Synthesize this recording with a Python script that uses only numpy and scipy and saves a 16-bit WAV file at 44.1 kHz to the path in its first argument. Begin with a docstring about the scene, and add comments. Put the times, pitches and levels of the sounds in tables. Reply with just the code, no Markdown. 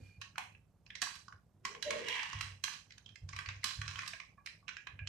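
"""Tiled kitchen: a foil-lined plastic sachet is flexed and shaken over a bowl.
Creases snap and crackle (shaped noise bursts and grains through pouch resonances), film rubs (noise strokes),
panels pop and walls ring (sines), shakes thud (decaying low sines), powder slides out (filtered noise).
The room rings after the snaps (noise tails); a two-port phone turns quiet bands down, cutting the tails' ends."""
import sys
import numpy as np
from scipy import signal
from scipy.fft import rfft, irfft, next_fast_len
from scipy.io import wavfile
from scipy.ndimage import uniform_filter1d, map_coordinates

SR = 44100
rng = np.random.default_rng(int(sys.argv[2]) if len(sys.argv) > 2 else 0)


def materialize(psi):
    """Save the field psi as 16-bit PCM at rate SR to the path in sys.argv[1].

    A 1-D psi becomes a single channel; in a 2-D psi each row is a channel.
    """
    bounded = np.clip(np.atleast_2d(psi).T, -1, 1)
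    quanta = np.round(bounded * 32767).astype(np.int16)
    wavfile.write(sys.argv[1], SR, quanta)


N = 224145

# Levels are relative: a layer's gain_db adds to them.
# quiet kitchen, spectrum: [f/Hz, level/dB]
HUSH_SPECTRUM = [(25, -12), (60, 1.5), (100, -16.5), (160, 0), (300, -16.5), (800, -15), (2000, -26),
                 (5000, -33.5), (14000, -39)]
# tiled room, decay: [f/Hz, t60/s]
ROOM_DECAY = [(150, 0.43), (1000, 0.35), (4000, 0.43), (8000, 0.47), (14000, 0.42)]
# shakes of the packet: [t/s, level/dB, level drop per rebound/dB (negative: rebounds grow louder)]
SHAKES = [(0.0, -47.5, 22.5), (0.158, -49, 32.5), (1.313, -55.5, 18.5), (2.332, -39.5, 5),
          (3.212, -39.5, 18), (3.327, -43.5, 16.5), (3.457, -42, 6), (3.768, -36.5, 5.5), (4.912, -48, 35),
          (4.994, -38.5, -6)]
# thud partials: [f/Hz, level/dB, t60/s]
THUD_MODES = [(69.7, 7.5, 0.12), (99.07, 1.5, 0.39), (137.4, -10, 0.53)]
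# powder sliding out, one stroke: [t/s, length/s, level/dB]
POUR_STROKE = (0.0039, 0.072, -71)
# panels of the pouch flipping over: [t/s, f/Hz, level/dB]
PANEL_POPS = [(0.382, 875, -35), (1.023, 718, -40.5), (1.023, 235, -49.5), (1.069, 922, -43),
              (4.135, 660, -44.5), (4.379, 1125, -46), (4.626, 1137, -51.5)]
# snaps that leave the taut walls ringing: [t/s, level/dB]
WALL_RINGS = [(0.547, -66), (4.378, -59), (4.767, -48.5), (4.9914, -47.5)]
# taut-wall partials: [f/Hz, level/dB]
WALL_MODES = [(1658, -4), (2390, -5.5)]
# fingertips sliding on film, one stroke: [t/s, length/s, level/dB]
SQUEAK_STROKE = (0.045, 0.13, -66)
# fingertip squeak partials: [f/Hz, level/dB]
SQUEAK_MODES = [(1610, -4.5), (2420, 9), (2950, -10), (4490, -4)]
# drags of slack film: [t/s, length/s, rise/s, level/dB, resonance f/Hz, glide/(Hz/s)]
DRAGS = [(0.0, 0.015, 0.05, -56.5, 261.4, 2), (1.754, 0.026, 0.15, -55.5, 450.4, 650.5),
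         (1.873, 0.072, 0.028, -40, 611.8, -150), (1.919, 0.18, .06, -41.5, 495.6, -200)]
# scrapes of taut film: [t/s, length/s, level/dB, pitch ratio]
SCRAPES = [(1.886, 0.095, -51, 1.0), (2.096, 0.041, -39, 1.03), (2.168, 0.031, -44, 0.98),
           (2.326, 0.052, -52, 1.024)]
# taut-film resonances, before squaring: [f/Hz, width/Hz, level/dB]
TAUT_MODES = [(969, 128, 0), (1913, 140, 0.5), (2196, 360, -1), (2725, 260, -0.5), (3150, 77, -7)]
# squeezes working the small creases: [t/s, length/s, level/dB, brightness/dB]
SQUEEZES = [(1.043, 0.12, -57.5, -1), (1.904, 0.56, -52.5, -2), (2.705, 0.051, -54.5, 1.5),
            (2.902, 0.54, -75.5, -1), (3.316, 0.22, -61, -4), (3.669, 0.018, -42.5, 4.5),
            (3.865, 0.22, -50.5, -3)]
# creases snapping through: [t/s, level/dB, ring f/Hz, ring/dB, body/dB, edge/dB, glint/dB]
SNAPS = [(0.2144, -33, 2520, 24, 5, 6.5, 8), (0.2191, -35, 1580, 4, -8.5, -6, -30),
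         (0.3568, -39, 1410, 9.5, -14, -10.5, -30.5), (0.3802, -23.0, 906, 13.5, -3.5, -6.5, 1),
         (0.5484, -45.5, 2570, 19.5, -4, -18, -18.5), (0.864, -45.5, 2440, 25, 6, 10, -11.5),
         (0.9032, -35, 3300, 2.5, -17.5, -18.5, -26.5), (0.9532, -32, 1970, 18, -0.5, 4.5, -6),
         (1.0175, -20.5, 1770, 16.5, 0, 11, 14.5), (1.024, -23.0, 1740, 10.5, 8, 2, 3),
         (1.069, -32.5, 1030, 14.5, -5.5, -13, -5), (1.1548, -39.5, 3300, -5, 0.5, 2, 12.5),
         (1.2811, -36.5, 1440, 24.5, 19.5, 11, -21), (1.324, -39.5, 1380, 22, 4, -5, 1),
         (1.651, -22, 2905, -10, 5, -3, -3.5), (1.749, -35, 1050, 8, -22, -9, -12),
         (1.8254, -24.5, 1460, 3, -11, 3, 1.5), (1.9063, -21.5, 2200, 5, 0.5, -3.5, -3.5),
         (2.0841, -26.5, 970, -11, -42, -3, 2), (2.1934, -30.5, 980, 3, 0, -13, -23),
         (2.23, -28, 996, 15.5, -19, -3, -8), (2.33, -29, 1750, 6, 10.5, -1, -17),
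         (2.409, -23.5, 1310, 2, -1, 1.5, 2), (2.6385, -20.5, 6450, -1, -4, 2, 7),
         (2.6788, -28.5, 1156, 10.5, -20, -6, -5), (2.9057, -41.5, 2020, 17, -28, 4, -12),
         (2.921, -43.5, 2420, 8, -10, 5, -17), (2.9801, -43, 784, -2, -7.5, 2.5, 4),
         (3.0605, -40, 3130, 31.5, 2, 8, -24), (3.09, -45.5, 3160, 3, -7, -8, -20),
         (3.157, -40, 2160, 11, -5, 4.5, -2), (3.2897, -36.5, 1760, 3.5, 3.5, 7, -4),
         (3.3314, -33, 2140, 25.5, 18.5, 5, -27), (3.3634, -30.5, 2300, 17.5, 5.5, -1, 0.5),
         (3.3883, -26.5, 1900, 11, 5.5, -5.5, -2), (3.4591, -31.5, 4550, 3, -12, -15.5, -34),
         (3.4878, -25.5, 2140, 13, -3.5, -8, -49), (3.6324, -32.5, 2070, 28.5, -11, -9, 0.5),
         (3.6417, -20, 3380, 11.5, 2, 7, 11.5), (3.8151, -27, 1730, 5, -3, -5, -9),
         (3.879, -29, 1350, 2, -4, 2, -10), (3.957, -31.0, 3170, 9, 3, -11.5, -4),
         (3.9897, -25.5, 1330, 6.5, -13, -8.5, -14.5), (4.0323, -32, 2000, 11.5, 8.5, -7, -7),
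         (4.0772, -29.5, 2710, 3, 5, 6.5, 11.5), (4.134, -30, 780, -18, -18, -10.5, -15.5),
         (4.1997, -32, 2240, 18.5, 0, -1.5, -24), (4.4609, -32, 2420, 22, -2, 7, 12),
         (4.4712, -32, 1300, 4, -28, -14, -15), (4.6804, -30.5, 2740, 12, -11, -8, -16),
         (4.6893, -30, 1460, -3, -9, -10, -22), (4.7675, -33, 1590, 9, -31, -6, -18),
         (4.87, -31, 3930, -6, -2, -16.5, -15), (4.991, -35.5, 2490, 20, -9, -16, -26),
         (5.0728, -29.5, 3000, 15.5, -11.5, 1.5, -15)]
# half-empty pouch, resonances: [f/Hz, width/Hz, level/dB]
POUCH_MODES = [(1116, 77, 10), (1603, 198, 1), (2470, 300, -3.5), (2984, 510, -6.5), (3982, 230, -0.5),
               (4780, 730, -9), (5470, 450, -9)]
# one snap of film, spectrum: [f/Hz, level/dB]
FILM_SPECTRUM = [(220, -0.5), (650, -22), (1050, 0.5), (2000, 8.5), (4500, 0.5), (7000, -5.5),
                 (10000, -13.5), (14000, -23)]
# phone ports, left minus right: [f/Hz, level/dB]
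PORT_DIFFERENCE = [(100, -2), (500, -1.5), (1200, -5.5), (2200, -4.5), (4000, -11), (6000, -16),
                   (9000, -11.5), (13000, -1.5)]
# noise suppressor threshold: [f/Hz, level/dB]
GATE_THRESHOLD = [(100, -73), (500, -72.5), (1500, -74.5), (4000, -78), (8000, -90.5), (13000, -99)]

CREASES_PER_S, CREASE_SPREAD_DB = 1000, 2.2
REBOUND_S = 0.082  # powder slumps back and forth in the pouch
TOP_HZ = 14600


def amp(db):
    """Amplitude ratio from dB."""
    return 10 ** (np.asarray(db) / 20)


def unit(x):
    """Scale to RMS 1."""
    return x / np.sqrt(np.mean(x ** 2) + 1e-20)


def along(points, hz):
    """Interpolate (Hz, value) points on a log frequency axis."""
    f, v = np.transpose(points)
    return np.interp(np.log(hz + 1), np.log(f + 1), v)


def filtered(x, response):
    """Apply a complex frequency response by FFT."""
    n = x.shape[-1]
    m = next_fast_len(n + min(n, 2 ** 14))
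    return irfft(rfft(x, m) * response(np.fft.rfftfreq(m, 1 / SR)), m)[..., :n]


def lowpassed(x, cut_hz):
    """Second-order Butterworth low-pass."""
    return signal.lfilter(*signal.butter(2, cut_hz, fs=SR), x)


def causal(gain):
    """Minimum-phase response with this gain, by folding the cepstrum."""
    cepstrum = irfft(np.log(np.maximum(gain, 1e-6)))
    half = len(cepstrum) // 2
    cepstrum[1:half] *= 2
    cepstrum[half + 1:] = 0
    return np.exp(rfft(cepstrum))


def resonances(modes, f):
    """Summed band-pass response of (Hz, width Hz, dB) modes."""
    return sum(amp(db) * 1j * f * w / (c * c - f * f + 1j * f * w) for c, w, db in modes)


def pair(size, apart):
    """Noise at two ports: a shared part plus each port's own."""
    return rng.standard_normal(size) + apart * rng.standard_normal((2, size))


def add(track, s, sound):
    """Mix a sound in at time s."""
    i = max(round(s * SR), 0)
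    track[..., i:i + sound.shape[-1]] += sound[..., :max(N - i, 0)]


def grains(rate_per_s, spread_db):
    """Random tiny impulses of very uneven size, at two ports."""
    hits = rng.random(N) < rate_per_s / SR
    sizes = hits * amp(spread_db * np.minimum(rng.exponential(size=N), 3))
    return sizes * pair(size=N, apart=1.0)


def stroke(start_s, length_s, db, rise_s, release_s, fade_db_per_s=0):
    """Gain of one hand movement: swells, holds or fades, dies away (rise and release: time per 20 dB)."""
    t = np.arange(N) / SR - start_s
    outside = np.maximum(-t, 0) / rise_s + np.maximum(t - length_s, 0) / release_s
    return amp(db - 20 * outside - fade_db_per_s * np.clip(t, 0, length_s))


def whine(modes, t, waver_hz, patchy_db=2.5):
    """(Hz, dB) sine partials whose pitch and level waver quickly."""
    knots = t * 150  # 150 random points per s

    def waver():
        return map_coordinates(rng.standard_normal(int(knots[-1]) + 2), [knots])

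    out = 0
    for hz, db in modes:
        level = amp(db + patchy_db * waver())
        out = out + level * np.sin(2 * np.pi * np.cumsum(hz + waver_hz * waver()) / SR)
    return out


def film(f, plain=0.4):
    """Gain of a crease radiating directly and through the pouch's resonances."""
    return amp(along(FILM_SPECTRUM, f)) * (plain + abs(resonances(POUCH_MODES, f)))


def hush(floor_db=-67, drone_db=-68):
    """Low kitchen background: shaped noise, plus a wavering drone of narrow-band noise."""
    air = filtered(pair(size=N, apart=0.61), lambda f: amp(along(HUSH_SPECTRUM, f)))
    drone = filtered(pair(size=N, apart=0.068), lambda f: resonances([(98.0, 37.0, 0)], f) ** 2)
    return amp(floor_db) * unit(air) + amp(drone_db) * unit(drone)


def kitchen(x, wet_db=-1, delay_s=0.0025, dull_db=-1):
    """Tiled walls answer with decaying noise; the tail changes each quarter second as the hands move."""
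    out, size = np.zeros((2, N)), SR // 4
    for start in range(0, N, size):
        hz, t, z = signal.stft(rng.standard_normal((2, SR // 2)), SR, nperseg=256)
        decay = amp(-60 * t / along(ROOM_DECAY, hz)[:, None])
        tail = signal.istft(z * decay, SR, nperseg=256)[1]
        tail *= np.arange(tail.shape[1]) > delay_s * SR
        tail /= np.linalg.norm(tail[0])
        add(out, start / SR, signal.fftconvolve(x[:, start:start + size], tail, axes=1))
    return filtered(out, lambda f: amp(wet_db + along([(3000, 0.014), (12000, dull_db)], f)))


def thuds(gain_db=0, count=3, detune=0.039):
    """Each shake excites decaying low modes, again at each powder rebound, its level changed by the drop."""
    out, t = np.zeros(N), np.arange(SR // 2) / SR
    swell = 1 - np.exp(-(t / .016) ** 2)
    for s, db, drop_db in SHAKES:
        for k in range(count):
            boom = 0
            for hz, mode_db, t60_s in THUD_MODES:
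                mode_hz = hz * rng.normal(1, detune)
                boom = boom + amp(mode_db - 60 * t / t60_s) * np.sin(2 * np.pi * mode_hz * t)
            add(out, s + k * REBOUND_S, amp(db + gain_db - k * drop_db) * boom * swell)
    return out


def pour(rise_s=0.094, release_s=0.18):
    """Fine powder sliding over foil: smooth, faint noise."""
    spectrum = [(700, -20), (1500, 1.5), (5000, -7.5), (13000, -20.0)]
    hiss = filtered(pair(size=N, apart=1.0), lambda f: amp(along(spectrum, f)))
    return stroke(*POUR_STROKE, rise_s, release_s) * unit(hiss)


def pops(t60_s=0.052, rise_s=0.0044):
    """A flipping panel pushes the air in the pouch: a short, hollow sine."""
    out, t = np.zeros(N), np.arange(SR // 4) / SR
    for s, hz, db in PANEL_POPS:
        note = np.sin(2 * np.pi * hz * t) * (1 - np.exp(-t / rise_s))
        add(out, s, amp(db - 60 * t / t60_s) * note)
    return out


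def rings(t60_s=0.26):
    """Taut walls ring on after a snap, pitch bending as the hands move."""
    out, t = np.zeros(N), np.arange(SR // 2) / SR
    for s, db in WALL_RINGS:
        add(out, s, amp(db - 60 * t / t60_s) * whine(WALL_MODES, t, waver_hz=34.2))
    return out


def squeak(rise_s=0.15, release_s=.04):
    """Fingertips slide on the film: a faint, thin whine."""
    tone = whine(SQUEAK_MODES, np.arange(N) / SR, waver_hz=28)
    return stroke(*SQUEAK_STROKE, rise_s, release_s) * unit(tone)


def dull_rub(width_hz=36, gain_db=-2, skirt_hz=210, skirt_db=-13, release_s=0.049, fade_db_per_s=55):
    """Slack film drags: low-passed noise shifted up to a hollow, gliding resonance."""
    out, t = np.zeros((2, N)), np.arange(N) / SR
    for s, length_s, rise_s, db, hz, glide_hz_per_s in DRAGS:
        pitch_hz = hz + glide_hz_per_s * np.clip(t - s, -rise_s, length_s)
        phase = 2 * np.pi * np.cumsum(pitch_hz) / SR
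        slips = pair(size=N, apart=0.68) + 1j * pair(size=N, apart=0.99)
        band = lowpassed(slips, width_hz) + amp(skirt_db) * lowpassed(slips, skirt_hz)
        shifted = np.real(band * np.exp(1j * phase))
        hollow = filtered(shifted, lambda f: amp(along([(640, 4), (760, -17)], f)))
        out += stroke(s, length_s, db + gain_db, rise_s, release_s, fade_db_per_s) * unit(hollow)
    return out


def tight_rub(rate_per_s=1700, spread_db=2.5, fizz=0.04, gain_db=-1, rise_s=0.092, release_s=0.18):
    """Taut film scrapes: dense slips excite sharper resonances, shifted by the pull of each stroke."""
    out = np.zeros((2, N))
    for s, length_s, db, ratio in SCRAPES:
        def body(f):
            return causal(abs(resonances(TAUT_MODES, f / ratio)) ** 2 + fizz * film(f))

        scrape = filtered(grains(rate_per_s, spread_db), body)
        out += stroke(s, length_s, db + gain_db, rise_s, release_s) * unit(scrape)
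    return out


def crackle(gain_db=-3, top_db=-1, rise_s=0.038, release_s=0.1):
    """Small creases rustle in clumps with each squeeze, brighter where the foil is tight."""
    out, knots = np.zeros((2, N)), np.arange(N) * 90 / SR  # 90 random points per s
    clumps = amp(3.5 * map_coordinates(rng.standard_normal(int(knots[-1]) + 2), [knots]))
    creases = clumps * grains(CREASES_PER_S, CREASE_SPREAD_DB)
    for s, length_s, db, bright_db in SQUEEZES:
        def colour(f):
            tilt_db = along([(2500, 0), (4200, bright_db), (8000, top_db)], f)
            return causal(film(f) * amp(tilt_db))

        out += stroke(s, length_s, db + gain_db, rise_s, release_s) * unit(filtered(creases, colour))
    return out


def snaps(buckle_s=0.0049, flutter_db=-22, flutter_t60_s=0.18, lead_in_db=-20, lead_in_s=0.0082,
          ring_width_hz=340, gain_db=2.5, shake=0.9, plain_db=-8, spread=.4, around_db=3, echo=0.83,
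          warm_db=6, linger=0.44, narrowing=0.24, flex=0.018, low_hz=560):
    """Creases strain, buckle in a few ms, flutter out; returns sound straight ahead and all around."""
    lead_s = .015
    ahead, around = np.zeros((2, N)), np.zeros((2, N))
    t = np.arange(4096) / SR - lead_s
    usual_db = np.median(SNAPS, axis=0)[1]
    for s, db, ring_hz, ring_db, body_db, edge_db, glint_db in SNAPS:
        # gentle snaps mostly ring the pouch; hard ones shake the whole film, with a louder flutter
        force_db = db - usual_db
        plain = amp(plain_db + spread * force_db)
        flutter = amp(flutter_db + shake * force_db - 60 * t / flutter_t60_s)
        buckle = np.exp(-(t / buckle_s) ** 4) + flutter
        # gentle snaps get a relatively stronger noise lead-in
        lead_in = amp(lead_in_db - .5 * force_db) * np.exp(-abs(t) / lead_in_s)
        shape = np.where(t < 0, lead_in, buckle)
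        echo_s = rng.uniform(.0009, .0015)
        stretch = rng.normal(1, flex)  # pouch pitch shifts as it flexes
        flexed = [(hz * stretch, narrowing * width, level) for hz, width, level in POUCH_MODES]

        def tone(f):
            return amp(along([(1150, body_db), (1700, 0), (2500, 0), (4000, edge_db), (7000, edge_db),
                              (11000, glint_db)], f))

        def comb(f):  # a reflection off the counter echoes the treble
            return abs(1 + along([(2500, 0.028), (6000, echo)], f) * np.exp(-2j * np.pi * f * echo_s))

        def facet(f):  # facet beside the crease rings at its own pitch
            ring = abs(resonances([(ring_hz, ring_width_hz, 0)], f)) ** 2
            return amp(ring_db) * ring * f ** 6 / (f ** 6 + low_hz ** 6)

        def sharp(f):
            return film(f, plain) * tone(f) * comb(f) + facet(f)

        def even(f):  # notches partly fill in, low body spreads further, pouch rings on
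            ringing = linger * amp(along(FILM_SPECTRUM, f)) * abs(resonances(flexed, f))
            spread_out = (film(f, plain * amp(around_db)) + ringing) * tone(f) + facet(f)
            return spread_out * amp(along([(450, 0), (750, warm_db), (1150, 0.015)], f))

        burst = shape * pair(size=len(t), apart=1.0)
        for track, colour in (ahead, sharp), (around, even):
            snap = filtered(burst, lambda f: causal(colour(f)))
            snap /= np.sqrt(np.sum(snap ** 2) / 20)  # equal energy
            add(track, s - lead_s, amp(db + gain_db) * snap)
    return ahead, around


def scene():
    """Mix the layers at the phone's two ports: one faces the hands, the other is shaded by the phone."""
    ahead, around = snaps()
    rustle = crackle() + dull_rub() + tight_rub() + pour() + pops()
    room = kitchen(around + rustle)
    sound = ahead + rustle + squeak() + rings() + room + thuds() + hush()
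    return filtered(sound, lambda f: amp(np.outer([.5, -.5], along(PORT_DIFFERENCE, f))))


def suppress(x, depth_db=-13, hold_s=0.0043):
    """Noise suppressor: loud sounds hold each band open for a moment, quiet bands are turned down."""
    hz, t, z = signal.stft(x, SR, nperseg=256)
    power = abs(uniform_filter1d(np.mean(abs(z) ** 2, axis=0), size=5, axis=0))
    keep = np.exp(-t[1] / hold_s)
    held = np.maximum(power, signal.lfilter([1 - keep], [1, -keep], power))
    excess = held / amp(along(GATE_THRESHOLD, hz))[:, None] ** 2
    gain = (amp(depth_db) + excess) / (1 + excess)
    return signal.istft(z * gain, nperseg=256)[1][:, :N]


def record(dry, low_cut_hz=42):
    """Phone: suppresses quiet noise, thins deep bass, cuts steeply above TOP_HZ."""
    thinned = signal.lfilter(*signal.butter(2, low_cut_hz, "high", fs=SR), suppress(dry))
    return filtered(thinned, lambda f: 1 / np.sqrt(1 + (f / TOP_HZ) ** 120))


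dry = scene()
out = record(dry)
materialize(out)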